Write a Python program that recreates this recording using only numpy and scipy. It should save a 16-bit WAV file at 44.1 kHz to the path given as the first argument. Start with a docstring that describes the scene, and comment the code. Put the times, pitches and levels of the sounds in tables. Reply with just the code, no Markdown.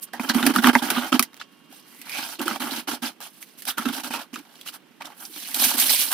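"""Hands press a foil-wrapped bundle into a cardboard box lined with egg trays, in a quiet room.
A tray of shredded paper then slides close, the shreds are stuffed in with short strokes, and at the
end a bright sheet crumples beside the box. Creases are bursts of coloured noise, walls are struck
resonances, and the air in the box booms on low swelling sines. Faint room noise with thin tones
lies below; the right of two close microphones is nearer, so it is louder."""
import sys
import numpy as np
from scipy import signal
from scipy.fft import rfft, irfft
from scipy.io import wavfile
from scipy.ndimage import uniform_filter1d

SR = 44100
rng = np.random.default_rng(int(sys.argv[2]) if len(sys.argv) > 2 else 0)


def store_wav(level_fs):
    """Save 16-bit WAV to argv[1]."""
    pcm = np.round(np.clip(np.atleast_2d(level_fs), -1, 1) * 32767)
    wavfile.write(sys.argv[1], SR, pcm.T.astype(np.int16))


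def rack_gain(trim_db):
    """Turn a fader trim in dB into the linear factor to multiply a signal by."""
    fader = np.asarray(trim_db, float)
    return 10 ** (fader / 20)


N = 270333

# Colour of paper crackle. Each row: frequency in Hz, relative level in dB per Hz.
PAPER_COLOUR = [(1200, -18), (2200, -4.5), (3000, -2.5), (4400, -2), (5900, -3.5), (7000, -7.5),
                (8300, -3.5), (10000, 0), (11500, -2), (13500, -2), (15300, -6.5), (16500, -35.5)]


def evened(x):
    """Scales to unit rms."""
    return x / np.sqrt(np.mean(x ** 2) + 1e-20)


def read(points, size):
    """Reads a table over log frequency at the spectrum bins of a signal of this size."""
    hz, value = np.transpose(points)
    bins_hz = np.fft.rfftfreq(size, 1 / SR)
    return np.interp(np.log(bins_hz + 1), np.log(hz + 1), value)


def colour(x, points):
    """Filters by a spectrum table of (Hz, dB)."""
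    size = x.shape[-1]
    return irfft(rfft(x) * rack_gain(read(points, size)), size)


def ring(x, modes):
    """Passes x through two-pole resonances (Hz, width Hz, dB) of alternating sign."""
    return sum((-1) ** k * rack_gain(db) * signal.lfilter(*signal.iirpeak(hz, hz / width, SR), x)
               for k, (hz, width, db) in enumerate(modes))


def add(mix, s, sound):
    """Mixes a sound in at a time in seconds."""
    part = mix[:, max(round(s * SR), 0):][:, :sound.shape[-1]]
    part += sound[..., :part.shape[-1]]


def rubbing():
    """One stroke drives paper crackle, its sizzle, the cardboard walls and the air in the box."""
    # Resonances of the cardboard walls. Each row: pitch in Hz, width in Hz, gain in dB.
    wall_modes = [(570, 140, -10), (860, 120, 1.5), (1140, 110, -2), (1370, 150, 0.5), (1605, 130, -0.5),
                  (1980, 430, -6.5), (3120, 190, -6.5)]
    # Resonances of the air in the box. 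Each row: pitch in Hz, width in Hz, gain in dB.
    air_modes = [(240, 23.4, 8.5), (344, 110, -2.5)]
    fine = creases(per_s=190, spread_db=4.5, fade_s=0.0077, bed=0.95)
    coarse = creases(per_s=120, spread_db=-2.5, fade_s=0.0045, bed=0.52)
    patches = facets(low_hz=668, top_hz=14380, count=18, sharp=7.8)

    paper = colour(0.95 * fine + 0.5 * coarse + 0.72 * patches, PAPER_COLOUR)
    # the thinnest creases speak above this split
    low_pass = signal.butter(N=3, Wn=6770, fs=SR, output="sos")
    crackle = signal.sosfiltfilt(low_pass, paper)
    sizzle = paper - crackle
    walls = ring(coarse + 0.14 * fine + 0.26 * patches, wall_modes)
    # one body of air, the same in both rows
    boom = ring(ring(coarse[0], air_modes), [(258, 700, 0)])
    layers = (crackle, sizzle, walls, boom)
    return sum(level * evened(layer) for level, layer in zip(effort(), layers))


def creases(per_s, spread_db, fade_s, bed):
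    """Wide noise that bursts at each crease over a steady bed of rubbing."""
    return evened((bed + gate(per_s, spread_db, fade_s)) * rng.standard_normal((2, N)))


def gate(per_s, spread_db, fade_s):
    """Creases let go at random moments and sizes, each with a sudden start and a short decay."""
    struck = rng.random(N) < per_s / SR
    size = rack_gain(spread_db * np.minimum(rng.exponential(1, N), 3)) * struck
    return evened(signal.lfilter([1], [1, -np.exp(-1 / (fade_s * SR))], size))


def facets(low_hz, top_hz, count, sharp):
    """Flat patches between creases, each flicked at its own moments and ringing at its own pitch."""
    noise = rng.standard_normal((2, N))
    total = 0
    for hz in np.geomspace(low_hz, top_hz, count):
        flicks = gate(per_s=45, spread_db=2.5, fade_s=0.0054) * noise
        width = hz / sharp
        total = total + ring(flicks, [(hz, width, 0)]) / np.sqrt(width)
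    return evened(total)


def effort():
    """Levels of crackle, sizzle, wall scrape and boom: the powers of all hand moves add up."""
    # Presses into the box, sudden start and slow sag. Each row: start in seconds, length in seconds,
    # crackle in dB, then sizzle, wall scrape and box boom in dB over crackle.
    press_rows = [(0.128, 0.045, -48, -10, 7, 5.5), (0.196, 0.089, -41, 1, 7.5, 3.5),
                  (0.287, 0.011, -24.5, -8, 0.5, -12), (0.334, 0.15, -35, 0.5, 5, 4.5),
                  (0.45, 0.058, -32, -3.5, 5.5, 7), (0.535, 0.059, -31.5, -2.5, 3.5, -4),
                  (0.616, .021, -41, 1, 12.5, 7), (0.633, 0.059, -27, -4, 7.5, 5),
                  (0.727, 0.069, -35, -1, 6.5, 4), (0.818, 0.13, -33, -2.5, 6.5, 4),
                  (.944, .15, -35.5, -2.5, 6.5, 0), (1.118, 0.04, -29.5, -4.5, 3.5, 4),
                  (1.193, 0.043, -39.5, -7, 4.5, 2.5), (1.396, .02, -39, -18, -6.5, -21),
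                  (2.387, 0.048, -42, -2.5, 10.5, 9), (2.453, 0.11, -35, -3.5, 2, -1),
                  (2.596, 0.11, -37.5, 0, 4.5, 0.5), (2.705, 0.1, -35, -3, 1, -3.5),
                  (2.872, 0.075, -33.5, -3, 3, -1.5), (3.019, 0.064, -32.5, -4, -0.5, -5.5),
                  (3.207, 0.061, -42, -1.5, -1.5, -17), (3.77, 0.062, -38, -1, 4.5, -2),
                  (3.85, 0.061, -39, -5.5, 3, 6.5), (3.923, 0.077, -36, -2, 1.5, -1),
                  (4.032, 0.048, -38, -1.5, -1, -5), (4.102, 0.065, -36, -5, 0.5, -0.5),
                  (4.188, 0.029, -39, -2.5, 2.5, -10.5), (4.328, 0.065, -46.5, -2.5, 3, 7.5),
                  (5.002, 0.022, -47, -11, 9.5, -13), (5.042, 0.029, -48, -1, 8, -2)]
    # Loose rustles above the box, swelling and fading evenly. Each row: peak in seconds,
    # half width in seconds, crackle in dB, then sizzle and wall scrape in dB over crackle.
    rustle_rows = [(0.035, 0.018, -46, 12, -13), (.08, 0.014, -52.5, -17, -1), (1.372, 0.029, -62, -3, 2),
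                   (1.549, 0.14, -67, -4, -8), (1.761, 0.059, -52.5, 0, -7.5), (3.351, 0.096, -60.5, 4, -7),
                   (3.425, 0.022, -53, 8, -4), (3.5, 0.088, -59, 0, -10), (3.596, 0.02, -50.5, 5.5, -13),
                   (3.693, 0.024, -29, 1, -5), (4.5, 0.13, -60, -2, 3.5), (4.601, 0.069, -54, -4, -12),
                   (4.682, 0.025, -38.5, -1.5, -10), (4.746, 0.024, -43.5, 1, -1),
                   (5.118, 0.03, -55.5, -4, 7), (5.234, 0.061, -49.5, 8.5, 2.5)]
    # The tray of shreds passing. Each row: time in seconds, crackle in dB,
    # then sizzle, wall scrape and box boom in dB over crackle.
    tray_rows = [(1.82, -63, -15, -7, -13), (1.882, -57.5, 3, -6, -28), (2.01, -57.5, 5.5, -12.5, 1),
                 (2.028, -52.5, -2.5, -6, -18), (2.158, -37.5, -1.5, -3.5, -25),
                 (2.182, -34, -4.5, -3, -12.5), (2.35, -42.5, -0.5, 0, -11), (2.38, -54.5, -10, -10, -10)]
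    # The sheet crumpling, with the same columns as the tray.
    sheet_rows = [(5.3, -57, 9, -10, 11.5), (5.332, -46.5, 0, -15, -26), (5.372, -39, -1, -8, -4),
                  (5.394, -38, -1, -24, -21), (5.524, -39.5, 3, -6, -15), (5.648, -21.5, 4, -5, -11),
                  (5.672, -29.5, 4.5, -8, -8.5), (5.708, -27.5, 1.5, -3, -20), (5.764, -34.5, 2.5, -5, -5),
                  (5.804, -21, 5.5, -7.5, -28), (5.834, -28, 4, -10.5, -18), (5.93, -22.5, 3.5, -13, -26),
                  (5.982, -30.5, 1, -27, -28), (6.0, -24, 3, -16, -35), (6.098, -39, 4.5, -5, -17),
                  (6.13, -28, 5, 1, -26)]
    # Faint handling throughout. One row: crackle in dB, then sizzle, wall and boom in dB over crackle.
    fidget_row = (-71, -0.5, 3.5, 2.5)
    attack_s, sag_db_per_s, release_db_per_s = 0.0062, 42, 519

    t = np.arange(0, N + 64, 32) / SR  # one level every 32 samples
    moves = [(fidget_row[0] + 0 * t, *fidget_row[1:])]
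    for s, length, db, *over_db in press_rows:
        since = np.maximum(t - s, 0)
        rise_db = 20 * np.log10(np.clip(since / attack_s, 1e-6, 1))
        fall_db = sag_db_per_s * since + release_db_per_s * np.maximum(since - length, 0)
        moves.append((db + rise_db - fall_db, *over_db))

    for s, half, db, sizzle_db, wall_db in rustle_rows:
        swell_db = -12.5 * ((t - s) / half) ** 2  # 12.5 dB down at one half width
        boom_db = wall_db - 13
        moves.append((db + swell_db, sizzle_db, wall_db, boom_db))

    for move in (tray_rows, sheet_rows):
        s, *columns = np.transpose(move)
        db, *over_db = (np.interp(t, s, column) for column in columns)
        outside = np.maximum(np.maximum(s[0] - t, t - s[-1]), 0)
        moves.append((db - release_db_per_s * outside, *over_db))

    power = sum(rack_gain(np.array([db, db + sizzle, db + wall, db + boom])) ** 2
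                for db, sizzle, wall, boom in moves)
    return [np.interp(np.arange(N) / SR, t, np.sqrt(p)) for p in power]


def snaps():
    """Each snap is a dying noise burst that crackles and knocks a resonant wall."""
    # Snaps and knocks. Each row: time in seconds, knock peak in dB, knock pitch in Hz,
    # crackle peak in dB over knock peak, burst decay to -60 dB in seconds.
    snap_rows = [(.135, -23.5, 767, -2.5, 0.13), (.197, -16.5, 890, -16, 0.034),
                 (.298, -8.5, 1570, -24, 0.06), (.347, -19.5, 1140, 2, 0.057),
                 (.384, -16.5, 1130, -14, 0.15), (.428, -10, 1400, -12, 0.078), (0.466, -11, 1600, 8, .055),
                 (.503, -18.5, 1190, -26, 0.042), (0.562, -7, 1260, -4, 0.02), (.586, -10, 1480, -29, .05),
                 (.644, -1, 1268, -32, 0.032), (.672, -3, 1220, -7, 0.037), (.753, 1, 877, -29, 0.043),
                 (0.903, -14, 1480, 5, 0.075), (0.967, -15, 1260, -29, 0.2), (1.128, -5, 1266, -29, 0.018),
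                 (1.195, -5.5, 1280, 4.5, 0.028), (1.227, -23, 1980, 18, 0.049),
                 (1.332, -43, 1410, -2, .04), (1.368, -41.5, 2800, 2, 0.062),
                 (1.414, -22, 1424, -25, 0.032), (1.727, -40, 800, 5, .046), (2.016, -37, 2480, 9, 0.064),
                 (2.096, -26.5, 2390, 5, .1), (2.395, -23, 2840, -24, 0.048), (2.416, -26, 1140, 9.5, 0.12),
                 (2.481, -12, 1340, -2.5, .026), (2.512, -16, 1310, -18, 0.062),
                 (2.56, -19.5, 775, -14, 0.038), (2.604, -23.5, 1300, -12, 0.14),
                 (2.672, -21, 1230, -17, 0.087), (2.879, -46, 910, 9.5, .07), (3.028, -26, 860, -23, .07),
                 (3.205, -35, 796, 6.5, .08), (3.225, -32, 3540, 0, 0.065), (3.427, -32.5, 2280, 3, 0.05),
                 (3.622, -39, 1840, 14, .1), (3.654, -39, 1510, 19, .035), (3.685, -22, 1430, 2, 0.16),
                 (3.782, -16.5, 1320, 0.5, 0.075), (3.856, -19.5, 1270, -6, .08),
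                 (3.887, -19, 1400, -3, .055), (4.045, -25.5, 1370, -1, 0.12),
                 (4.108, -24.5, 904, -17, 0.045), (4.138, -18, 920, -4.5, 0.18),
                 (4.342, -25.5, 2450, -5, 0.085), (4.359, -23, 1250, -12, 0.039),
                 (4.452, -45, 790, -14, .04), (4.556, -38, 3030, -10, 0.034), (4.613, -33, 3370, 1, 0.043),
                 (4.662, -35, 1330, 5, .06), (4.676, -26, 3000, -4, .04), (4.687, -30.5, 1390, -6, .05),
                 (4.732, -37, 1540, -13, .047), (5.01, -33, 860, -23, .04), (5.021, -26.5, 2460, -6, .04),
                 (5.056, -28.5, 3700, -2, .08), (5.103, -35.5, 837, -24, .035), (5.253, -26, 5340, -5, .04),
                 (5.545, -35.5, 3000, 25.5, 0.057), (5.596, -13.5, 5260, -20, .057),
                 (5.64, -21, 4140, -4, .035), (5.79, -21, 4460, 7, .05)]
    out = np.zeros((2, N))
    t = np.arange(round(.15 * SR)) / SR
    for s, db, hz, crackle_db, t60 in snap_rows:
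        # the fold breaks at once, then smaller folds settle after it
        fall = rack_gain(-60 * t / max(t60, .008)) + 1.7 * np.exp(-t / 0.001)
        burst = (1 - np.exp(-t / 0.00028)) * fall * rng.standard_normal((2, len(t)))

        overtones_hz = np.minimum(hz * rng.uniform(1.3, 3.27, size=3), 12000)
        modes = [(hz, 0.21 * hz, 0)] + [(f, 0.22 * hz, -8) for f in overtones_hz]
        knock = ring(burst[0] + 1.3 * burst, modes)
        knock += 0.18 * ring(burst, [(2 * hz, 1.8 * hz, 0)])
        # the struck panel also rings clean at its own pitch for a few cycles
        panel = np.exp(-t * hz / 5.5) * (1 - np.exp(-t * hz * 2.6)) * np.sin(2 * np.pi * hz * t)
        knock += 0.45 * abs(knock).max() * panel

        crackle = colour(burst, PAPER_COLOUR)
        snap = knock / abs(knock).max() + rack_gain(crackle_db) * crackle / abs(crackle).max()
        add(out, s - .001, rack_gain(db) * snap)
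    return out


def booms():
    """Squeezed air in the box takes a few cycles to swell, then dies; a weaker upper note rides along."""
    # Pushes on the air. Each row: time in seconds (6 ms into the swell), swell peak in dB, pitch in Hz.
    boom_rows = [(0.201, -27, 220.4), (0.3, -20, 232), (0.358, -14, 240), (0.432, -22, 232.5),
                 (0.467, -17, 260.5), (0.568, -18.5, 228.5), (0.588, -14, 229), (0.647, -13.5, 248),
                 (0.679, -10, 244.3), (0.76, -14.5, 241), (0.976, -19, 239.6), (1.142, -15, 245.3),
                 (1.199, -20.5, 236), (1.704, -47.5, 254), (2.397, -28, 346), (2.462, -26, 344),
                 (2.516, -29, 227), (3.026, -32.5, 236), (3.796, -27.5, 229), (3.868, -24, 244),
                 (5.613, -35, 247)]
    out = np.zeros((2, N))
    t = np.arange(round(.2 * SR)) / SR
    for s, db, hz in boom_rows:
        swell = (1 - np.exp(-t / 0.007)) ** 2 * rack_gain(-60 * t / 0.076)  # 76 ms decay to -60 dB
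        low_note = np.sin(2 * np.pi * hz * t)
        upper_note = 0.14 * np.sin(2 * np.pi * (1.55 * hz * t + rng.random()))
        add(out, s - .006, rack_gain(db) * swell / swell.max() * (low_note + upper_note))
    return out


def swish():
    """Fluttering noise in one narrow band whose pitch slides as the tray of shreds comes close."""
    # Path of the slide. Each row: time in seconds, level in dB, pitch in Hz.
    slide_rows = [(1.861, -64, 1950), (2.04, -54, 2150), (2.15, -33, 2426), (2.24, -43, 2470)]
    s, db, hz = np.transpose(slide_rows)
    t = np.arange(s[0], s[-1], 1 / SR)
    flutter = ring(rng.standard_normal((4, len(t))), [(60, 160, 0)])
    phase = 2 * np.pi * np.cumsum(np.interp(t, s, hz)) / SR
    band = flutter[:2] * np.cos(phase) + flutter[2:] * np.sin(phase)
    out = np.zeros((2, N))
    add(out, s[0], rack_gain(np.interp(t, s, db)) * evened(band))
    return out


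def echoes(x, t60=0.051):
    """Sparse decaying taps of random sign, from the table and near walls."""
    t = np.arange(round(.2 * SR)) / SR
    signs = np.sign(rng.standard_normal((2, len(t))))
    present = rng.random((2, len(t))) < .05
    taps = signs * present * rack_gain(-60 * t / t60) * (t > .003)
    return signal.fftconvolve(x, taps / np.linalg.norm(taps[0]), axes=1)[:, :N]


def room_tone():
    """Faint coloured noise of the room, swaying a little in level, with a few thin tones."""
    # Colour of the room noise. Each row: frequency in Hz, relative level in dB per Hz.
    room_colour = [(30, -26), (100, -22.5), (150, -6.5), (280, -4), (650, -18), (1200, -17.5), (3000, -18),
                   (5000, -28.5), (13000, -39), (16400, -49)]
    # Thin tones. Each row: pitch in Hz, level in dB before the fade.
    whine_rows = [(1104, -66), (2826, -63), (3182, -65)]
    # Fade of the tones. 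Each row: time in seconds, gain in dB.
    fade_rows = [(0, 0), (2.0, -3.5), (2.4, -11), (6.13, -14)]
    t = np.arange(N) / SR
    sway_db = 0.47 * evened(uniform_filter1d(rng.standard_normal(N), 3000))
    tones = sum(rack_gain(db) * np.sin(2 * np.pi * (hz * t + rng.random())) for hz, db in whine_rows)
    fade_db = np.interp(t, *np.transpose(fade_rows))
    noise = rack_gain(-57.5 + sway_db) * evened(colour(rng.standard_normal((2, N)), room_colour))
    return noise + tones * rack_gain(fade_db + 1.1 * sway_db)


def microphones(x):
    """Blends the two rows so that channel likeness and balance vary with frequency."""
    # Likeness of the channels. Each row: frequency in Hz, left-right correlation from -1 to 1.
    likeness = [(110, -0.77), (200, 1), (380, 0.27), (700, 0.84), (1290, 0.54), (2380, 0.27), (4400, 0.41),
                (7000, -0.27), (10000, 0.056), (15000, 0.9)]
    # Balance of the channels. 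Each row: frequency in Hz, left over right in dB.
    balance = [(60, -6.5), (150, -9), (380, -8.5), (950, -3.5), (2380, -4), (5980, -5), (15000, -6)]
    near, other = rfft(x)
    same = np.clip(read(likeness, N), -1, 1)
    lean = rack_gain(read(balance, N) / 2)  # half the difference goes to each side
    left = same * near + np.sqrt(1 - same ** 2) * other
    return irfft(np.array([left * lean, near / lean]), N)


def scene():
    """Packing sounds with their echoes, over the room tone, at the two microphones."""
    hands = rubbing() + snaps() + booms() + swish()
    return microphones(hands + rack_gain(-12.0) * echoes(hands) + room_tone())


def rumble(x):
    """Deep noise, independent in the two channels, that follows the level of the sound's lower part."""
    lower = uniform_filter1d(x, size=8, axis=1)
    level = np.sqrt(abs(uniform_filter1d(lower ** 2, size=600, axis=1)))
    deep = colour(rng.standard_normal(x.shape), [(20, 4.0), (90, 4), (150, 5.5), (400, -54.5)])
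    return rack_gain(-31.0) * level * evened(deep)


def roll_off(x):
    """The treble ends steeply here."""
    return signal.sosfilt(signal.butter(12, 16520, fs=SR, output="sos"), x)


def record(dry):
    """Rolls off the bass, adds the rumble, limits the band and clips at full scale."""
    high_pass = signal.butter(N=3, Wn=140, btype="high", fs=SR, output="sos")
    x = signal.sosfilt(high_pass, dry)
    band_limit = signal.firwin(numtaps=255, cutoff=15900, window=("kaiser", 8), fs=SR)
    x = signal.oaconvolve(x + rumble(x), band_limit[None], "same")
    mix = np.clip(x, -1, 1)
    return roll_off(mix)


dry = scene()
out = record(dry)
store_wav(out)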